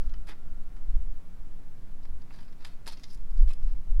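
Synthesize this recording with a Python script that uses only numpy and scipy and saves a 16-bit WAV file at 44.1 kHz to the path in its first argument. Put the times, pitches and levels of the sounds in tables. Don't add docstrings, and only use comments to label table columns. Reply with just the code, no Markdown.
import sys
import numpy as np
from scipy import signal
from scipy.fft import rfft, irfft
from scipy.io import wavfile
from scipy.ndimage import uniform_filter1d

SR = 44100
rng = np.random.default_rng(int(sys.argv[2]) if len(sys.argv) > 2 else 0)


def master(y):
    cut = np.clip(np.atleast_2d(y).T, -1, 1)
    pcm = np.round(cut * 32767)
    wavfile.write(sys.argv[1], SR, pcm.astype(np.int16))


N = 176400


def undb(db):
    return 10 ** (np.asarray(db) / 20)


def unit(x):
    return x / np.sqrt(np.mean(x ** 2) + 1e-24)


def add(out, start_s, x):
    i = max(int(start_s * SR), 0)
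    out[i:i + len(x)] += x[:N - i]


def band(x, lo_hz, hi_hz, order):
    return signal.sosfilt(signal.butter(order, [lo_hz, hi_hz], "band", fs=SR, output="sos"), x)


def fade(t, t60_s):
    return np.exp(-np.log(1000) * t / t60_s)


def coloured(spectrum):
    hz, db = np.array(spectrum).T
    bins_hz = np.maximum(np.fft.rfftfreq(N, 1 / SR), 1e-3)
    gain = undb(np.interp(np.log(bins_hz), np.log(hz), db)) * np.minimum(bins_hz / hz[0], 1) ** 2
    return unit(irfft(rfft(rng.standard_normal(N)) * gain, N))


def narrow(pitch_hz, width_hz):
    return unit(band(rng.standard_normal(N), pitch_hz - width_hz / 2, pitch_hz + width_hz / 2, order=2))


def drift(rate_hz):
    hold = int(SR / rate_hz)
    steps = np.repeat(rng.standard_normal(N // hold + 1), hold)
    return 1.3 * uniform_filter1d(uniform_filter1d(steps, hold), hold)[:N]


def steady(x, window_s=0.11):
    return x / np.sqrt(uniform_filter1d(x ** 2, int(window_s * SR)) + 1e-6)


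def distance():
    # freq_hz, density_db
    hush_spectrum = [(41, -28), (70, 4), (98, 0), (173, -6), (207, -4.5), (227, -13), (304, -9.5),
                     (381, -14.5), (457, -15), (670, -17.5), (1290, -22), (1410, -21.5), (1550, -23.5),
                     (3490, -32), (15500, -40)]
    # pitch_hz, width_hz, level_db
    drone_tones = [(121.8, 28.6, -66), (175, 27, -64.5), (238.6, 22.8, -69), (277.2, 18.3, -72)]
    whine_end_s, whine_fade_s = 1, 0.49
    t = np.arange(N) / SR
    drone = sum(undb(db) * narrow(hz, width_hz) for hz, width_hz, db in drone_tones)
    whine = undb(-73.5) * narrow(pitch_hz=1373, width_hz=57)
    whine *= np.clip((whine_end_s - t) / whine_fade_s, 0, 1)
    hush = undb(-56.5 + 0.17 * drift(rate_hz=5)) * coloured(hush_spectrum)
    return hush + drone + whine


def wind():
    # time_s, strength_db
    gusts = [(0.03, -36), (0.08, -34), (0.25, -45.5), (0.37, -56), (0.48, -43), (0.79, -48), (0.95, -26.5),
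             (1.18, -44.5), (1.23, -67), (1.37, -48.5), (1.61, -51.5), (1.67, -53), (1.74, -57),
             (2.07, -48.5), (2.14, -35), (2.2, -56.5), (3.11, -58.5), (3.18, -40), (3.3, -41.5),
             (3.36, -26), (3.45, -17), (3.54, -39), (3.57, -39), (3.67, -25.5), (3.85, -46.5), (3.94, -24)]
    # freq_hz, density_db
    buffet_spectrum = [(21, -1), (28, 4.5), (39, -17), (55, -15), (70, -42), (110, -40), (300, -78),
                       (1000, -110)]
    # freq_hz, density_db
    sway_spectrum = [(3, 3.5), (9, 6), (16, -7.5), (22, -29), (30, -23.5), (60, -46), (300, -110)]
    gust_db = np.interp(np.arange(N) / SR, *np.array(gusts).T)
    gust_db = uniform_filter1d(gust_db, SR // 40)
    buffet = steady(coloured(buffet_spectrum)) * undb(gust_db + 5)
    sway = steady(coloured(sway_spectrum)) * undb(0.42 * gust_db - 7)
    return buffet + sway


def outdoor_scatter(x, level_db=-19, delay_s=0.008):
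    t = np.arange(SR // 2) / SR
    tail = band(rng.standard_normal(len(t)), 300, 9000, order=1) * fade(t, t60_s=0.33) * (t > delay_s)
    return x + undb(level_db) * signal.fftconvolve(x, tail / np.linalg.norm(tail))[:N]


def wall_thuds(attack_s=0.0022):
    # start_s, level_db, t60_s
    shoves = [(.292, -50, 0.17), (2.307, -67, 0.045), (2.868, -50, 0.077), (3.506, -54, 0.034)]
    out, t = np.zeros(N), np.arange(SR // 4) / SR
    for start_s, level_db, t60_s in shoves:
        wall = unit(band(rng.standard_normal(len(t)), 220, 470, order=2))
        add(out, start_s, undb(level_db) * wall * np.minimum(t / attack_s, 1) * fade(t, t60_s))
    return out


def contacts(size, rate_per_s, scatter_db=3.5):
    hits = rng.random(size) < rate_per_s / SR
    return hits * undb(scatter_db * rng.standard_normal(size)) * rng.choice([-1, 1], size)


def shafts(force, clack_hz, crack_db):
    # pitch_hz, relative_db
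    modes = [(600, 0.5), (920, -2.5), (1270, -2.5), (1680, -2.5), (2080, -6), (2620, 2.5), (3130, 4),
             (3600, -0.5), (4210, 1.5), (4740, 4.5), (5240, 1.5), (5890, -5.5), (7350, 1), (10100, -11)]
    scatter_ratio, scatter_db, clack_width_ratio = 0.028, 4, 1.27
    body_lo_hz, clack_lo_hz, tick_lo_hz, tick_hi_hz = 700, 1877, 6110, 11700
    size, t = len(force), np.arange(SR // 8) / SR
    ring = 0
    for pitch_hz, relative_db in modes:
        detune, strength, polarity = rng.standard_normal(3)
        gain = np.sign(polarity) * undb(relative_db + scatter_db * strength)
        ring += gain * np.sin(2 * np.pi * pitch_hz * (1 + scatter_ratio * detune) * t)
    ringing = signal.fftconvolve(force, ring * fade(t, t60_s=0.027))[:size]
    crack_power = signal.fftconvolve(force ** 2, fade(t, t60_s=0.0051) ** 2)[:size]
    crack = rng.standard_normal(size) * np.sqrt(np.abs(crack_power))
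    struck = unit(ringing) + undb(crack_db) * unit(crack)
    tinted = band(struck, clack_hz / clack_width_ratio, clack_hz * clack_width_ratio, order=1)
    body = band(struck, body_lo_hz, clack_lo_hz, order=2)
    clack = band(tinted, clack_lo_hz, tick_lo_hz, order=5)
    tick = band(struck, tick_lo_hz, tick_hi_hz, order=3)
    return body, clack, tick


def shaft_slides(gain_db=-3):
    # peak_s, rise_s, fall_s, body_db, clack_db, tick_db, clack_hz
    slides = [(.03, 0.027, 0.14, -64, -70, -79, 4500), (.272, 0.0051, 0.045, -54, -55, -62.5, 3200),
              (.292, .024, 0.045, -50, -47.5, -59, 2200), (0.324, .02, .02, -50, -82, -86, 3000),
              (2.34, 0.059, 0.1, -61, -61.5, -71, 3700), (2.41, 0.042, .07, -65, -62.5, -72, 3600),
              (2.675, .11, 0.098, -62, -61, -73, 3630), (2.667, 0.014, 0.028, -59.5, -56.5, -60, 3280),
              (2.892, 0.01, 0.054, -56, -50, -60, 4000), (2.93, 0.027, 0.024, -56, -49, -62, 4350),
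              (3.04, 0.11, .1, -71, -63.5, -72, 4760), (3.118, 0.044, 0.044, -69, -56, -66, 4900),
              (3.40, .08, 0.069, -68, -68, -73, 4400), (3.489, 0.02, .018, -57, -53.5, -61, 2800),
              (3.68, .1, 0.14, -65, -67.5, -80, 4180)]
    out, t = np.zeros(N), np.arange(SR // 2) / SR
    for peak_s, rise_s, fall_s, *bands_db, clack_hz in slides:
        pressure = np.interp(t, [0, rise_s, rise_s + fall_s], [0, 1, 0])
        pressure_rms = np.sqrt(np.mean(pressure ** 2))
        force = contacts(len(t), rate_per_s=2600) * pressure
        for part, db in zip(shafts(force, clack_hz, crack_db=7.5), bands_db):
            add(out, peak_s - rise_s, unit(part) * pressure_rms * undb(db + gain_db))
    return out


def shaft_knocks(gain_db=-2.5):
    # start_s, body_db, clack_db, tick_db, chatter_t60_s, clack_hz
    knocks = [(.0942, -67, -61, -78, .012, 3940), (0.138, -55, -55.5, -75, 0.028, 3740),
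              (.7645, -59, -67, -73, 0.052, 3500), (.904, -60, -68, -79, 0.039, 3440),
              (2.028, -87, -65.5, -85, .03, 3900), (2.053, -57, -61, -79, 0.014, 3370),
              (2.217, -68, -63, -80, 0.025, 3720), (2.3066, -53, -77, -78, 0.05, 2800),
              (2.387, -56, -59, -84, 0.027, 3800), (2.48, -63, -66, -86, 0.093, 3580),
              (2.525, -64, -64, -74, 0.08, 3800), (2.607, -64, -64, -82, .04, 4700),
              (2.621, -59, -64, -78, 0.026, 4000), (2.648, -46, -43.5, -53.5, 0.045, 3460),
              (2.8611, -61, -53, -66, 0.026, 3500), (2.8668, -48, -51.5, -52, 0.013, 3870),
              (2.8755, -44.5, -40.5, -46.5, 0.056, 3830), (2.885, -70, -49, -58, 0.045, 4200),
              (2.922, -57, -56, -57.5, 0.037, 4520), (2.9705, -63, -56, -73, .05, 4200),
              (2.9968, -63, -61, -67, .015, 5200), (3.0341, -58, -45.5, -60.5, 0.047, 4630),
              (3.133, -70, -73, -61, .012, 5200), (3.1455, -70, -60.5, -59, 0.053, 5270),
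              (3.175, -67, -67, -75, .015, 5300), (3.204, -75, -71, -74, .015, 5200),
              (3.308, -67, -66, -74, 0.031, 5230), (3.376, -77, -62.5, -69, 0.018, 4400),
              (3.427, -60, -65, -74, 0.019, 4400), (3.493, -80, -60, -61, 0.006, 3750),
              (3.505, -51.5, -51.5, -61, 0.062, 2580), (3.5329, -78, -54.5, -58, .03, 4370),
              (3.6284, -77, -68, -73, .02, 5200)]
    chatter_db, hold_s, attack_s = 7, 0.001, 0.008
    out, t = np.zeros(N), np.arange(SR // 4) / SR
    for start_s, *bands_db, chatter_t60_s, clack_hz in knocks:
        chatter = contacts(len(t), rate_per_s=1400) * fade(np.maximum(t - hold_s, 0), chatter_t60_s)
        force = undb(chatter_db) * chatter / (np.linalg.norm(chatter) + 1e-9)
        force[0] += 1
        for part, db in zip(shafts(force, clack_hz, crack_db=4.5), bands_db):
            attack_rms = part[:int(attack_s * SR)].std()
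            add(out, start_s, part / attack_rms * undb(db + gain_db))
    return out


def scene():
    quiver = shaft_knocks() + shaft_slides() + wall_thuds()
    return (outdoor_scatter(quiver) + wind() + distance())[None]


def record(dry):
    cutoff_hz = 15780
    return signal.sosfilt(signal.ellip(10, 0.1, 80, cutoff_hz, fs=SR, output="sos"), dry)


dry = scene()
out = record(dry)
master(out)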